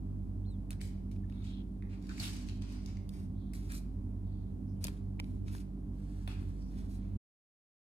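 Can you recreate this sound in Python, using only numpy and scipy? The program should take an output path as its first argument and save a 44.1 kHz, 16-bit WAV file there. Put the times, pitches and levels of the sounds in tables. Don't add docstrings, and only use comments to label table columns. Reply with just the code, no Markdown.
import sys
import numpy as np
from scipy import signal
from scipy.fft import rfft, irfft
from scipy.io import wavfile
from scipy.ndimage import map_coordinates

SR = 44100
rng = np.random.default_rng(int(sys.argv[2]) if len(sys.argv) > 2 else 0)


def log_audio(samples):
    frames = np.atleast_2d(samples).T
    limited = np.clip(frames, -1, 1)
    pcm = np.round(limited * 32767).astype(np.int16)
    wavfile.write(sys.argv[1], SR, pcm)


N = 349624
TIME = np.arange(N) / SR
PORT_GAP_S = 0.000481
NEAR_LAG_S = 0.000295


# t/s, ring level/dB, ring f/Hz, snap level/dB, snap f/Hz, tick level/dB, side (- left, + right)
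CLAW_HITS = [(.7058, -51.5, 2560, -52.5, 3600, -45, 0.66), (.7295, -61.5, 2480, -59, 3610, -66, 0.52),
             (1.114, -69.5, 2280, -68.5, 4800, -70, 1), (1.162, -66, 2480, -73, 3900, -76, .63),
             (1.298, -65, 1810, -68, 3500, -73, 0.69), (1.3235, -66.5, 2700, -72, 3490, -77.5, 0.59),
             (2.1995, -52, 2950, -43.5, 4540, -48, -0.95), (2.232, -48.5, 2855, -50, 4520, -51, -1),
             (2.251, -52, 2700, -52, 4280, -55, -0.84), (2.278, -50.5, 2600, -50, 4400, -59, -1.3),
             (2.366, -62, 2700, -53, 4900, -59, -1.1), (3.091, -63, 2800, -53.5, 3570, -57.5, 0.59),
             (3.5345, -59, 2090, -60.5, 5100, -54.5, -1), (3.538, -61, 2030, -61, 5090, -58, -1.02),
             (3.7201, -55, 1810, -56, 4234, -46.5, 0.65), (4.8413, -50, 2520, -36, 5830, -35.5, 0.62),
             (4.8489, -52, 2410, -43.5, 4056, -47.5, 0.47), (4.858, -56.5, 2410, -60.5, 3750, -71.5, 0.74),
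             (4.8684, -48.5, 2550, -45, 4300, -42.5, 0.56), (4.8822, -46, 2460, -54, 3847, -53, 0.77),
             (5.194, -49.5, 2294, -79, 3510, -76, -1), (5.1986, -40.5, 2310, -50, 4510, -52, -1.1),
             (5.242, -63, 2300, -63, 3750, -68, -0.71), (5.4818, -59.5, 2200, -55, 3620, -91, -0.21),
             (5.5501, -54.5, 1700, -60, 3970, -66, 0.52), (5.581, -66, 2600, -63, 3915, -68, 0.83)]
def claws():
    return clicks(CLAW_HITS, snap_t60=0.021, tick_t60=0.019, scatter=1.0, echo_s=0.0014)


# multiple of the ring pitch, t60/s, relative level/dB
PLASTIC_MODES = [(.27, .014, -17.5), (.56, 0.007, -11), (.88, 0.0036, -5), (1, 0.0088, -0.5),
                 (1.32, 0.018, -14)]
def clicks(table, snap_t60, tick_t60, scatter, echo_s):
    out, t = np.zeros((2, N)), TIME[:SR // 20]
    bite = np.minimum(t / 0.0004, 1)
    shorten = np.sqrt(0.004 / 0.05)
    for start, ring_db, ring_hz, snap_db, snap_hz, tick_db, side in table:
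        ring = unit(sum(undb(db) * fade(t60) * np.sin(2 * np.pi * (ratio * ring_hz * t + rng.random()))
                        for ratio, t60, db in PLASTIC_MODES))
        snap = band(band(spray(snap_t60)[0], 3200, 8500), snap_hz / 1.23, snap_hz * 1.23, order=1)
        tick = band(band(spray(tick_t60)[0], 7200, 20000), 8000, 11200, order=1)
        click = undb(ring_db) * ring + bite * (undb(snap_db) * snap + undb(tick_db) * tick)
        add(out, start, ports(shorten * click, side * PORT_GAP_S, scatter, echo_s))
    return out


# t/s, thud level/dB, knock level/dB
BODY_BUMPS = [(4.848, -44, -63), (4.881, -68, -58.5), (5.198, -55, -55), (5.548, -55, -63),
              (6.276, -60, -59)]
def bumps():
    out = np.zeros((2, N))
    for start, thud_db, knock_db in BODY_BUMPS:
        thud = undb(thud_db) * burst(47, 200, t60=0.078)
        knock = undb(knock_db) * burst(380, 1200, t60=0.022)
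        add(out, start, ports(thud + knock, NEAR_LAG_S, scatter=0.22, echo_s=0.0022))
    return out


# t/s, length/s, level/dB, tilt/dB per octave, share spent swelling
TOWEL_STROKES = [(.708, 0.026, -54.5, 0.5, .3), (1.26, 0.38, -69, -4, .4), (2.2, 0.12, -53, 7, .2),
                 (3.09, 0.18, -65.5, 1.5, .35), (3.538, 0.042, -57, 4, .3), (3.53, 0.27, -65, 2.5, .2),
                 (3.688, 0.053, -54.5, -1, .2), (3.712, 0.077, -49.5, 4.5, .45),
                 (4.806, 0.098, -54.5, 2, .45), (4.83, 0.17, -68.5, 1, .3), (5.2, 0.2, -73.5, 2, .45),
                 (5.45, 0.074, -61, -0.5, .4), (5.505, 0.12, -59.5, 2.5, .22), (5.9, 0.83, -69, 0, .3),
                 (6.68, 0.21, -66, 0, .45), (6.88, 0.11, -64.5, 4, .3), (6.95, 0.24, -71.5, -4, .3)]
# f/Hz, relative level/dB
TOWEL_SPECTRUM = [(300, -12), (700, 4), (1300, 11), (2400, 8.5), (3000, 3), (4200, 7), (7000, 0.5),
                  (9000, 4), (13500, -6), (16000, -22)]
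def towel_rustle():
    return strokes(TOWEL_STROKES, TOWEL_SPECTRUM, grain_db=1.5, judder_db=1.6, scatter=0.74)


# t/s, length/s, level/dB, tilt/dB per octave, share spent swelling
PAW_STROKES = [(.81, 0.083, -58.5, 9.5, 0), (1.113, 0.02, -62, 3.5, 0), (1.42, 0.1, -63.5, 1.5, .4),
               (1.89, 0.095, -63.5, -3, 0.16), (1.98, 0.24, -67, 1.5, 0.44), (2.087, 0.17, -58, 0.5, .1),
               (2.165, 0.28, -53, 2.5, 0), (2.194, 0.14, -50, 2.5, 0.04), (2.25, 0.33, -62, 2, 0.2),
               (2.483, 0.031, -65.5, -2, .1), (2.61, 0.28, -62.5, -0.5, 0), (2.675, 0.078, -61.5, 0, 0.23),
               (2.87, 0.095, -63, -1, 0), (6.275, 0.057, -56.5, -2, 0.24), (6.29, 0.12, -60.5, -4, 0)]
# f/Hz, relative level/dB
WALL_SPECTRUM = [(300, -15.5), (800, 4), (1500, 1), (2000, 2), (2600, 5), (3300, -1.5), (4400, 3),
                 (7000, -4.5), (8400, -3.5), (11000, -15.5), (14000, -19.5), (16000, -46)]
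def paw_scuffs():
    return strokes(PAW_STROKES, WALL_SPECTRUM, grain_db=3.0, judder_db=2.5, scatter=1.7)


def strokes(table, spectrum, grain_db, judder_db, scatter, judder_per_s=24):
    out = np.zeros((2, N))
    for start, length, db, tilt_db, rise in table:
        grains, swell = friction(length, rise, grain_db)
        grip = unit(undb(judder_db * walk(judder_per_s, len(swell))))
        stroke = undb(db) * swell * grip * colour(grains, spectrum, tilt_db)
        add(out, start, ports(stroke, NEAR_LAG_S, scatter, echo_s=0.02))
    return out


def friction(length, rise, grain_db, snags_per_s=31, snag_db=16):
    t = TIME[:SR]
    top_s = length * np.clip(rise, 0.03, 0.9)
    swell = np.interp(t, [0, top_s, length], [0, 1, 0]) ** np.where(t < top_s, 0.7, 0.42)
    snags = undb(snag_db) * (rng.random(len(t)) < snags_per_s / SR)
    grains = rng.standard_normal(len(t)) * (undb(grain_db * walk(300, len(t))) + snags)
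    return grains, swell


# t/s, length/s,
# level/dB, f/Hz, bandwidth/Hz
NARROW_RUBS = [(0.795, 0.028, -62.5, 2324, 700), (0.803, 0.044, -58, 8150, 300),
               (1.234, 0.013, -63, 1830, 200), (1.278, 0.31, -69, 3730, 650),
               (1.437, 0.19, -61.5, 3380, 755), (1.811, 0.09, -72.5, 1920, 404),
               (1.904, .06, -70.5, 2320, 600), (2.085, .035, -50.5, 1530, 400),
               (2.194, 0.023, -41.5, 4500, 600), (2.206, 0.099, -48, 3740, 2000),
               (3.334, 0.24, -74.5, 3670, 800), (4.222, 0.3, -79, 3700, 1000),
               (4.662, 0.096, -80.5, 5270, 900), (4.754, .05, -82, 3000, 400),
               (6.278, 0.0083, -60, 3310, 300), (6.279, 0.091, -65, 2470, 600),
               (6.568, 0.17, -72.5, 5270, 1006)]
def rubs():
    out = np.zeros((2, N))
    for start, length, db, hz, width in NARROW_RUBS:
        grains, swell = friction(length, rise=0.3, grain_db=4.0)
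        wander = np.cumsum(1 + 0.012 * walk(21, len(grains)))
        sing = map_coordinates(band(grains, hz - width / 2, hz + width / 2), [wander])
        add(out, start, ports(undb(db) * swell * sing, NEAR_LAG_S, scatter=2.4, echo_s=0.0089))
    return out


def squeak():
    top_s, top_hz, hold_s = 0.464, 4170, 0.033
    rise_hz_per_s, sag_hz_per_s, waver_hz = 55000, 14000, 55
    sag_time = TIME - top_s - hold_s
    below_top = rise_hz_per_s * np.maximum(top_s - TIME, 0) + sag_hz_per_s * np.maximum(sag_time, 0)
    waver = waver_hz * np.cos(2 * np.pi * sag_time / hold_s) * np.clip(0.5 - sag_time / hold_s, 0, 1)
    hz = np.maximum(top_hz - below_top + waver, 0)
    phase = 2 * np.pi * np.cumsum(hz * (1 + 0.004 * walk(60))) / SR
    swell = np.exp(-0.5 * (sag_time / 0.04) ** 2) * (hz / top_hz) ** 2 * undb(1.2 * walk(60))
    octave = undb(1) * np.exp(-((sag_time - 0.016) / 0.012) ** 2)
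    call = np.sqrt(2) * undb(-71) * swell * (np.sin(phase) + octave * np.sin(2 * phase))
    return ports(call, NEAR_LAG_S, scatter=0.45, echo_s=0.0064)[:, :N]


# t/s, ring level/dB, ring f/Hz, snap
# level/dB, snap f/Hz, tick level/dB
FAR_TAPS = [(.807, -59.5, 2500, -58, 3500, -67), (0.8131, -49, 2270, -49.5, 4170, -55),
            (1.8232, -58.5, 1920, -74.5, 3690, -80.5), (2.024, -78.5, 2300, -65, 4400, -72),
            (2.069, -70, 2200, -64.5, 4380, -65.5), (2.092, -54.5, 2474, -55, 4630, -65),
            (2.18, -50.5, 2290, -57.5, 5200, -65), (2.4865, -55.5, 2570, -53, 3900, -68),
            (2.495, -58, 3010, -54.5, 3700, -72), (2.6201, -58, 2550, -55, 4400, -68),
            (2.722, -70, 2530, -61, 5200, -65), (2.8596, -64, 2780, -51.5, 5450, -63),
            (2.9702, -59, 2130, -61.5, 5700, -83), (6.276, -46.5, 2580, -57, 3300, -53.5)]
def far_taps():
    from_left = [(*tap, -1) for tap in FAR_TAPS]
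    return clicks(from_left, snap_t60=0.019, tick_t60=0.022, scatter=0.86, echo_s=0.004)


# t/s, relative level/dB
DRONE_CURVE = [(0.0, -43.5), (0.52, -41), (0.65, -46.5), (1.43, -42.5), (1.55, -58.5), (1.7, -46.5),
               (3.59, -48.5), (3.77, -57), (4.28, -38.5), (4.36, -46), (5.55, -43.5), (5.79, -70),
               (5.83, -48), (6.48, -40), (6.62, -58), (7.12, -38.5)]
# f/Hz, relative level/dB, waver 0-1
PANEL_TONES = [(86.4, -51.5, 0.5)]
COMPRESSOR_TONES = [(48.48, -43, 0.24), (147.6, -56.5, 0.8), (192.5, -49, 0.2), (249.4, -69, 0.3),
                    (396.2, -76, 0.6), (486.4, -80.5, 0.8)]
MAINS_TONES = [(99.5, -54.5, 0.29), (200.4, -57.5, 0.057), (300.1, -60, 0.2), (398.4, -72, .3)]
CABINET_TONES = [(70.5, -64.5, 1), (114.2, -64.5, 1), (245.3, -60.5, 1), (250.9, -59, 0.86),
                 (267.3, -64.5, 0.73), (288.7, -61.5, .6), (296.8, -65.5, 0.62), (342.8, -73.5, 0.82),
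                 (389, -70, 0.94)]
# f/Hz, relative level/dB
RUMBLE_SPECTRUM = [(20, -28.5), (40, -21.5), (60, 0.5), (88, -0.5), (125, -7.5), (165, -7.5), (205, -5.5),
                   (280, -8.5), (350, -16), (450, -27), (700, -50), (2000, -67)]
def refrigerator():
    drone_db = np.interp(TIME, *np.transpose(DRONE_CURVE)) - 1
    tones = hum([(96.7, drone_db, 0.21)] + PANEL_TONES, waver_per_s=3.1)
    tones += hum(COMPRESSOR_TONES, waver_per_s=0.91)
    tones += hum(MAINS_TONES, waver_per_s=0.47)
    tones += hum(CABINET_TONES, waver_per_s=1.33)
    rumble = undb(-48.5) * colour(diffuse(N), RUMBLE_SPECTRUM) * undb(0.66 * walk(2.0))
    return (tones + rumble) * undb([[-1.3], [1.2]])


def hum(tones, waver_per_s):
    out = np.zeros((2, N))
    for hz, db, waver in tones:
        drift = (walk(waver_per_s) + 1j * walk(waver_per_s)) / np.sqrt(2)
        sway = unit(1 - min(waver, 1) / 2 + waver * drift)
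        port_phase = np.array([[1], [-1]]) * hz * PORT_GAP_S * (2.7 * walk(waver_per_s) - 0.9)
        phase = 2 * np.pi * (hz * TIME + rng.random()) + port_phase
        out += np.sqrt(2) * undb(db) * np.real(sway * np.exp(1j * phase))
    return out


# f/Hz, relative level/dB
AIR_SPECTRUM = [(100, -5), (400, -3.5), (650, 0.5), (850, -4), (1050, -7), (1400, -15), (2000, -23.5),
                (5000, -43), (16000, -53)]
HISS_SPECTRUM = [(1000, 7), (3500, 4), (7000, 1), (10000, 4), (14000, -2.5), (15500, -14)]
def room_tone():
    air = undb(-67.5) * colour(diffuse(N), AIR_SPECTRUM) * undb(0.5 * walk(0.82))
    hiss = undb(-79) * colour(rng.standard_normal((2, N)), HISS_SPECTRUM)
    return air * undb([[1.2], [-1.2]]) + hiss


def room(pair, t60_low, t60_high):
    t, noise = TIME[:SR], diffuse(SR)
    low = signal.sosfiltfilt(signal.butter(2, 6000, fs=SR, output="sos"), noise)
    tail = low * undb(-60 * t / t60_low) + (noise - low) * undb(-60 * t / t60_high)
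    build_up = 1 - np.exp(-t / 0.0063)
    return signal.fftconvolve(pair, unit(tail * build_up) / np.sqrt(SR), axes=1)[:, :N]


def ports(x, lag_s, scatter, echo_s):
    echoes = spray(np.log(1000) * echo_s)
    scattered = signal.fftconvolve(x[None], echoes / np.sqrt(echoes.shape[1]), axes=1)
    n = scattered.shape[1]
    lags = PORT_GAP_S + np.array([[0.5], [-0.5]]) * (lag_s + 0.00002 * rng.standard_normal())
    straight = irfft(rfft(x, n) * np.exp(-2j * np.pi * np.fft.rfftfreq(n, 1 / SR) * lags), n)
    return (straight + scatter * scattered) / np.hypot(1, scatter)


def diffuse(n):
    alike = np.sinc(2 * np.fft.rfftfreq(n, 1 / SR) * PORT_GAP_S)
    mid, side = rfft(rng.standard_normal((2, n))) * np.sqrt([1 + alike, 1 - alike + 1e-9])
    return irfft([mid + side, mid - side], n) / np.sqrt(2)


def spray(t60):
    decay = undb(-60 * TIME[:SR // 20] / t60)
    spectrum = rfft(rng.standard_normal((2, len(decay))) * decay)
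    return unit(irfft(spectrum / np.abs(spectrum), len(decay)) * np.sqrt(decay))


def burst(low_hz, high_hz, t60):
    return band(rng.standard_normal(SR // 20) * fade(t60), low_hz, high_hz)


def fade(t60):
    t = TIME[:SR // 20]
    return undb(-60 * t / t60) * np.minimum(t / 0.00033, 1) ** 2


def band(x, low_hz, high_hz, order=2):
    return unit(signal.sosfilt(signal.butter(order, [low_hz, high_hz], "band", fs=SR, output="sos"), x))


def colour(x, points, tilt_db=0):
    n = x.shape[-1]
    octave = np.log2(np.fft.rfftfreq(n, 1 / SR) + 1)
    hz, db = np.transpose(points)
    gain = undb(np.interp(octave, np.log2(hz), db) + tilt_db * np.maximum(octave, np.log2(hz[1])))
    return unit(irfft(rfft(x) * gain, n))


def walk(rate, n=N):
    hop = 100
    smoothing = np.exp(-0.5 * (np.fft.rfftfreq(N // hop, hop / SR) / rate) ** 2)
    slow = unit(irfft(rfft(rng.standard_normal(N // hop)) * smoothing))
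    return np.interp(np.arange(n) / hop, np.arange(len(slow)), slow)


def add(out, start, x):
    i = int(start * SR)
    out[:, i:i + x.shape[1]] += x[:, :N - i]


def undb(db):
    return 10 ** (np.asarray(db) / 20)


def unit(x):
    return x / np.sqrt(np.mean(np.abs(x) ** 2))


def scene():
    hits = claws() + bumps()
    rustle = towel_rustle()
    taps = far_taps()
    scuffs = paw_scuffs()
    squeaks = rubs() + squeak()
    direct = hits + rustle + taps + scuffs + squeaks
    into_room = (undb(-25) * hits + undb(-13) * rustle + undb(-3.5) * taps
                 + undb(-7) * scuffs + undb(-20) * squeaks)
    tail = room(into_room, t60_low=0.54, t60_high=0.26)
    return (direct + tail) * undb([[0.3], [-0.3]]) + refrigerator() + room_tone()


def record(dry):
    top_hz, stop_s = 15800, 7.175
    running = np.clip((stop_s - TIME) / 0.012, 0, 1)
    return signal.sosfilt(signal.ellip(8, 0.2, 70, top_hz, fs=SR, output="sos"), dry * running)


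dry = scene()
out = record(dry)
log_audio(out)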